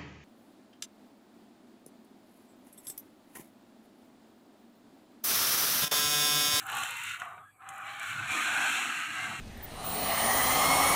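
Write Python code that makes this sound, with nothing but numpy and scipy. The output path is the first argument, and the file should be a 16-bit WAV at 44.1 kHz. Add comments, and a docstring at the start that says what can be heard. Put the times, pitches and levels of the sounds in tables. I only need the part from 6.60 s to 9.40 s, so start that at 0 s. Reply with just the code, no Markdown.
"""On the wooden floor of a quiet room, a hollow plastic toy tractor is swung upright, comes to rest
and is pushed along with its trailer, heard from close by. Friction at the hard wheels is a train of
tiny slips that excite the modes of the shell. The tread makes the scrape chatter, and rolling bumps
drive a low rumble in floor and wheels. Stick-slip oscillation gives brief squeals, as when the toy
stops, and loose parts click and knock."""
import sys
import numpy as np
from scipy import signal
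from scipy.fft import rfft, irfft
from scipy.io import wavfile
from scipy.ndimage import uniform_filter1d

SR = 44100
rng = np.random.default_rng(int(sys.argv[2]) if len(sys.argv) > 2 else 0)


def master_out(mix):
    """Clip the mix to full scale and print it as 16-bit PCM to the path in sys.argv[1]."""
    frames = np.transpose(np.atleast_2d(mix))
    ceiling = np.clip(frames, -1, 1)
    pcm = np.round(ceiling * 32767).astype(np.int16)
    wavfile.write(sys.argv[1], SR, pcm)


N = 123479
T = np.arange(N) / SR
HZ = np.fft.rfftfreq(2 * N, 1 / SR)

# Spectrum of the still room: frequency_hz, gain_db
AIR_SPECTRUM = [(25, -15), (60, 3), (110, -5), (250, -4), (450, -4), (800, 1.5), (1300, -10), (1900, -21),
                (2400, -19), (3300, -26), (4600, -12), (5500, -34), (6800, -26), (8000, 0), (9500, -9),
                (12500, -7), (15500, -28)]
# Envelopes of the rolling rumble: time_s, floor_db, wheel_db
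RUMBLE_LEVELS = [(0, -64, -64), (.1, -60, -70), (.21, -54, -58), (.26, -66.5, -72), (.5, -62.5, -72),
                 (.56, -72, -76), (.62, -64.5, -71), (.72, -68, -79), (.8, -63, -79), (.86, -72, -79),
                 (.97, -79, -79.5), (1.1, -63.5, -72), (1.43, -66, -70), (1.53, -56.5, -64.5),
                 (1.62, -46.5, -58.5), (1.66, -49.5, -65), (1.72, -46, -49), (1.77, -70, -45),
                 (1.9, -65, -57), (2.0, -57, -51.5), (2.1, -63.5, -52.5), (2.27, -63, -50.5),
                 (2.33, -73, -57), (2.38, -59, -57.5), (2.45, -64, -65.5), (2.5, -55, -55.5),
                 (2.56, -61, -60.5), (2.7, -49, -50.5), (2.8, -50.5, -59)]
# Low resonances of floor and wheels: frequency_hz, half_width_hz, gain_db
FLOOR_MODES = [(103.8, 6.8, 6.5), (127, 7, -2), (148.6, 11, -2.5), (177, 41, -6)]
WHEEL_MODES = [(229.6, 8.6, 4.5), (259, 37, -3), (314.7, 22, 3), (380, 21, -13.5), (495, 24, -5),
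               (620, 16, -14)]
# Envelope of the dry crackle as the wheels twist on the floor: time_s, level_db
CRACKLE_LEVELS = [(0, -55), (.05, -54.5), (.12, -58), (.2, -47), (.33, -52), (.5, -51), (.62, -60),
                  (.75, -72.5), (.95, -82), (1.07, -76), (1.11, -61), (1.15, -60), (1.22, -64), (1.35, -62),
                  (1.5, -50.5), (1.65, -70)]
# Clicks of loose parts: start_s, level_db, tilt_db_per_octave
CLICKS = [(.002, -32.5, -1), (.0355, -45, 9), (0.0664, -30.5, 15), (0.098, -33, 13), (.117, -31, 14),
          (0.131, -33, -6), (0.1506, -28, 16), (0.168, -25, 18), (.186, -29, 9), (.204, -31, 5),
          (0.2336, -21, -8), (.2878, -30, -3), (.3078, -29, 9), (.3692, -33, 1), (.4362, -30, 1),
          (0.5989, -31.5, -6.5), (0.651, -46, 10), (1.0890, -28.5, -3.5), (1.1797, -41, 6),
          (1.396, -31.5, -4), (1.430, -32, -6)]
# Knocks of wheels and axles: start_s, level_db, t60_s, tilt_db_per_octave
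KNOCKS = [(0.0996, -25.5, 0.018, 1), (.2348, -18.5, .014, 5.5), (.6005, -41, 0.018, 0),
          (0.6172, -21, .028, -5), (0.655, -32, 0.038, -6), (.779, -36, .05, -11), (1.020, -39, 0.033, -8),
          (1.1998, -36, 0.012, -12)]
# Spectra of grit hiss, crackle, clicks and knocks: frequency_hz, gain_db
HISS_SPECTRUM = [(3500, -38), (5000, -11), (5450, -6.5), (6200, -4), (6900, 0), (8400, -1), (9300, -10.5),
                 (10200, -8), (11800, -15.5), (13000, -11.5), (13900, -21), (15300, -20.5)]
CRACKLE_SPECTRUM = [(2000, -21), (5200, -18), (6200, -8), (7400, 2), (9300, -7), (10300, -5), (13000, -9),
                    (14000, -17), (15400, -5)]
CLICK_SPECTRUM = [(1500, -30), (3000, 3), (4500, -24), (6000, -5.5), (7600, 5.5), (9300, -1.5), (11000, -2),
                  (13000, -7), (15500, -19)]
KNOCK_SPECTRUM = [(40, -38), (120, -19), (450, -34), (780, -9), (1350, 1.5), (1900, -3.5), (2700, -4),
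                  (4000, -23), (6000, -21), (15000, -43)]
# Squeals of a sliding wheel: start_s, length_s, mid_pitch_hz, glide_hz_per_s, half_width_hz, level_db
SQUEALS = [(0.012, 0.29, 780, -1, 39, -50.5), (.12, 0.12, 1145, 3, 20, -42.5),
           (0.29, 0.19, 930, 1.5, 32, -54.5), (0.28, .07, 520, 2, 57, -64.5),
           (0.64, 0.18, 3780, -600, 100, -75), (0.839, 0.078, 1650, 1098.5, 30, -60.5),
           (0.77, 0.17, 3370, -500, 98, -79), (0.88, 0.09, 4650, -300, 70, -83),
           (0.886, 0.17, 2270, -2000, 70, -74.5), (1.008, 0.29, 780.6, -3, 17, -52.5),
           (1.24, 0.23, 806, 0, 19, -53), (1.678, 0.085, 2400, -0.5, 98, -37.5),
           (1.8, 0.38, 1532, 200.5, 127, -33.5), (2.113, 0.062, 2900, 1.5, 170, -47),
           (2.566, .1, 2094, 1, 20, -42.5)]
# Envelope of the shell's hollow low range: time_s, level_db
HOLLOW_LEVELS = [(0.0, -75), (0.04, -62.5), (0.13, -41), (0.54, -78), (0.63, -52), (0.81, -55.5),
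                 (0.89, -87), (0.96, -74), (1.07, -56), (1.46, -51), (1.5, -54.5), (1.6, -47), (1.64, -49),
                 (1.76, -42), (1.85, -49.5), (1.86, -42.5), (2.09, -38.5), (2.11, -49.5), (2.21, -45),
                 (2.52, -58.5), (2.56, -49.5), (2.73, -47), (2.78, -51), (2.8, -65)]
# Envelopes of the shell's upper ranges: time_s, middle_db, treble_db
SCRAPE_LEVELS = [(0, -53.5, -44), (.05, -48, -60), (.09, -43, -42), (.17, -43, -37), (.25, -45, -38),
                 (.34, -49, -41.5), (.43, -47, -42), (.49, -45, -38.5), (.545, -44.5, -42.5),
                 (.585, -59, -54.5), (.612, -53, -47.5), (.64, -49, -49.5), (.67, -49, -55),
                 (.72, -47.5, -59.5), (.77, -64, -64), (.81, -56, -72), (.88, -64, -78), (.93, -84, -82),
                 (.985, -67, -88), (1.01, -53.5, -69), (1.08, -48.5, -56.5), (1.19, -47, -54),
                 (1.27, -49, -47), (1.39, -47.5, -47.5), (1.43, -39, -43), (1.5, -44.5, -40.5),
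                 (1.55, -40.5, -42.5), (1.66, -41, -42), (1.72, -41.5, -34.5), (1.82, -34, -34),
                 (1.89, -51, -35), (1.94, -59, -34.5), (2.13, -43, -33), (2.25, -37.5, -35.5),
                 (2.35, -41, -38.5), (2.39, -41, -37), (2.48, -42.5, -40.5), (2.64, -38.5, -39),
                 (2.8, -46, -42)]
# Scrape spectra with the toy tilted, creeping, pushed upright and veering away: frequency_hz, gain_db
TILTED_SPECTRUM = [(300, -27), (560, -15.5), (760, -2), (930, -1.5), (1350, 5.5), (1700, 1), (1950, -6.5),
                   (2400, -6), (2850, -6.5), (3250, -14.5), (3950, -13), (4400, -22.5), (5200, -20)]
CREEPING_SPECTRUM = [(300, -21.5), (560, -19.5), (740, -2), (930, -8.5), (1250, 6.5), (1470, 0),
                     (1850, -9.5), (2350, -10), (2650, -15), (3250, -18.5), (3550, -28.5), (4050, -25),
                     (4400, -42), (5200, -62)]
PUSHED_SPECTRUM = [(300, -35), (560, -29.5), (720, -10.5), (920, -13), (1040, -7.5), (1230, -0.5),
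                   (1500, 1.5), (1820, -5.5), (2050, -8.5), (2290, -3.5), (2540, -5), (2800, -11.5),
                   (3200, -11.5), (3550, -16), (4100, -13.5), (4450, -21), (5200, -19.5)]
VEERING_SPECTRUM = [(300, -45), (560, -32), (730, -6), (950, -12.5), (1200, -3), (1500, 0.5), (1820, -6.5),
                    (2080, -4.5), (2350, -9), (2850, -5.5), (3200, -13), (3600, -16.5), (4050, -15.5),
                    (4450, -21), (5200, -18)]


def amp(db):
    """Amplitude ratio of a level in decibels."""
    return 10 ** (np.asarray(db) / 20)


def unit(x):
    """Normalisation to an rms of 1."""
    return x / np.sqrt(np.mean(x ** 2) + 1e-20)


def curve(rows, column=1):
    """Linear interpolation of one column of a time table at every sample."""
    rows = np.array(rows)
    return np.interp(T, rows[:, 0], rows[:, column])


def shape(spectrum, hz=HZ):
    """Gain of a spectrum table, interpolated over logarithmic frequency."""
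    table_hz, db = np.transpose(spectrum)
    return amp(np.interp(np.log(hz + 1), np.log(table_hz + 1), db))


def filtered(x, gain):
    """Linear filtering as multiplication of the spectrum."""
    return irfft(rfft(x, 2 * N) * gain)[:N]


def band(low_hz, high_hz):
    """Magnitude response of a steep band-pass."""
    return 1 / np.sqrt((1 + (low_hz / (HZ + 1)) ** 16) * (1 + (HZ / high_hz) ** 16))


def resonance(hz, half_width_hz):
    """Lorentzian response, falling to half amplitude at half_width_hz from the peak."""
    return 1 / (1 + ((HZ - hz) / half_width_hz) ** 2)


def slips(per_s, spread_db):
    """A Poisson train of tiny impacts, a few much larger than the rest."""
    size = amp(spread_db * np.minimum(rng.exponential(1, N), 4))
    return unit(size * rng.choice([-1, 1], N) * (rng.random(N) < per_s / SR))


def ring(x, t60_s):
    """Dense, equally damped modes have an impulse response of exponentially decaying noise."""
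    t = T[:SR // 3]
    response = rng.standard_normal(len(t)) * 1000. ** (-t / t60_s)
    return signal.fftconvolve(x, response / np.linalg.norm(response))[:N]


def impact_envelope(t, t60_s, attack_s=0.00091, hold_s=0.0011):
    """A struck body's vibration builds quickly, then damping makes it decay exponentially."""
    return (1 - np.exp(-t / attack_s)) * 1000. ** (-np.maximum(t - hold_s, 0) / t60_s)


def add_impact(mix, start_s, db, envelope, gain):
    """An impact excites crowded plastic modes, added to the mix as a burst of coloured noise."""
    noise = irfft(rfft(rng.standard_normal(len(envelope))) * gain)
    burst = amp(db) * unit(noise) * envelope / 2
    part = mix[round(start_s * SR):][:len(burst)]
    part += burst[:len(part)]


def room_air(level_db=-72):
    """The ambient sound of the room is stationary coloured noise."""
    return amp(level_db) * unit(filtered(rng.standard_normal(N), shape(AIR_SPECTRUM)))


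def rumble(modes, level_db):
    """Forced vibration: random rolling bumps drive a set of low resonances."""
    gain = sum(amp(db) * resonance(hz, half_width_hz) for hz, half_width_hz, db in modes)
    return amp(level_db) * unit(filtered(slips(per_s=1500, spread_db=3.5), gain))


def tread_chatter(blocks_per_s=105, jitter=0.35, depth=0.11):
    """Amplitude modulation: tread blocks meet the floor unevenly and make the friction flutter."""
    wander = unit(uniform_filter1d(rng.standard_normal(N), size=500))
    cycles = np.cumsum(blocks_per_s * (1 + jitter * wander)) / SR
    return 1 + depth * np.cos(2 * np.pi * cycles)


def grit_hiss(chatter, exponent=1.416):
    """Shot noise of grit under the wheels, growing as a power of the scrape's treble amplitude."""
    level_db = -42 + exponent * (curve(SCRAPE_LEVELS, column=2) + 34.5)
    grains = slips(per_s=16000, spread_db=3.5) * chatter
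    return amp(level_db) * unit(filtered(grains, shape(HISS_SPECTRUM)))


def wheel_crackle(energy_decay_s=0.0007):
    """The twisting wheel's edge releases energy in sparse snaps, each a decaying burst of noise."""
    snaps = slips(per_s=900, spread_db=3.3)
    energy = signal.fftconvolve(snaps ** 2, np.exp(-T[:SR // 50] / energy_decay_s))[:N]
    bursts = np.sqrt(abs(energy)) * rng.standard_normal(N)
    return amp(curve(CRACKLE_LEVELS)) * unit(filtered(bursts, shape(CRACKLE_SPECTRUM)))


def loose_parts(samples=4096):
    """Free vibration after impact: small parts click brightly, wheels and axles give duller knocks."""
    out, t, hz = np.zeros(N), T[:samples], np.fft.rfftfreq(samples, 1 / SR)
    click_envelope = impact_envelope(t, t60_s=0.011) + amp(-19) * impact_envelope(t, t60_s=0.06)
    for start_s, db, tilt in CLICKS:
        octaves = np.log2(np.maximum(hz, 2000) / 8000)
        gain = shape(CLICK_SPECTRUM, hz) * amp(tilt * octaves)
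        add_impact(out, start_s, db, click_envelope, gain)
    for start_s, db, t60_s, tilt in KNOCKS:
        octaves = np.log2(np.maximum(hz / 1400, 1))
        gain = shape(KNOCK_SPECTRUM, hz) * amp(tilt * octaves)
        add_impact(out, start_s, db, impact_envelope(t, t60_s), gain)
    return out


def wheel_squeals():
    """Stick-slip oscillation: a sliding wheel briefly feeds one gliding resonance."""
    out = np.zeros(N)
    for start_s, length_s, hz, glide, half_width_hz, db in SQUEALS:
        progress = np.clip((T - start_s) / length_s, 0, 1)
        swell = np.sqrt(np.sin(np.pi * progress).clip(0))
        cycles = np.cumsum(hz + glide * (T - start_s - length_s / 2)) / SR
        # Slow random changes of amplitude and phase broaden the spectral line.
        real, imag = (filtered(rng.standard_normal(N), resonance(0, half_width_hz)) for _ in range(2))
        waver = real + 1j * imag
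        tone = (waver / abs(waver) ** 0.5 * np.exp(2j * np.pi * cycles)).real
        out += amp(db) * unit(tone * swell) * np.sqrt(length_s / T[-1])  # db is the rms over length_s
    return out


def shell_vibration(force, mode_sets=15, t60_s=0.082, ring_gain=0.58):
    """Modal response of the shell: successive sets of modes crossfade as the toy moves."""
    position = T / T[-1] * (mode_sets - 1)
    weights = (np.cos(np.pi / 2 * np.clip(position - k, -1, 1)) for k in range(mode_sets))
    return force + ring_gain * sum(ring(force * weight, t60_s) for weight in weights)


def wheel_scrape(chatter, creep_s=0.58, push_s=1.287, veer_s=2.17, fade_s=0.071):
    """Source and filter: frictional slips ring the shell, coloured anew in each stage of the motion."""
    shell = shell_vibration(slips(per_s=9000, spread_db=2.5) * chatter)
    # Each crossfade is an angle that passes through a quarter turn.
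    creep, push, veer = (np.pi / 2 * np.clip((T - s) / fade_s + 0.5, 0, 1)
                         for s in (creep_s, push_s, veer_s))
    stages = [(TILTED_SPECTRUM, np.cos(creep)),
              (CREEPING_SPECTRUM, np.sin(creep) * np.cos(push)),
              (PUSHED_SPECTRUM, np.sin(push) * np.cos(veer)),
              (VEERING_SPECTRUM, np.sin(veer))]
    bands = [(band(324, 1020), curve(HOLLOW_LEVELS)),
             (band(1173, 1700), curve(SCRAPE_LEVELS)),
             (band(1950, 4820), curve(SCRAPE_LEVELS, column=2))]
    return sum(share * amp(db) * unit(filtered(shell, shape(spectrum) * gain))
               for spectrum, share in stages for gain, db in bands)


def scene():
    """Superposition of the toy's direct sound, its faint reverberation and the still air."""
    chatter = tread_chatter()
    toy = wheel_scrape(chatter) + grit_hiss(chatter) + wheel_crackle() + wheel_squeals() + loose_parts()
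    toy += rumble(FLOOR_MODES, curve(RUMBLE_LEVELS))
    toy += rumble(WHEEL_MODES, curve(RUMBLE_LEVELS, column=2))
    return (room_air() + toy + amp(-14) * ring(toy, t60_s=0.16))[None]


def record(dry, notch_db=-18, notch_hz=4887, cutoff_hz=15560):
    """Frequency response of the microphone: a narrow notch, followed by a steep low-pass."""
    notched = filtered(dry[0], amp(notch_db * resonance(notch_hz, half_width_hz=230)))
    low_pass = signal.firwin(511, cutoff_hz, window=("kaiser", 9), fs=SR)
    return signal.oaconvolve(notched, low_pass, "same")[None]


dry = scene()
out = record(dry)
master_out(out)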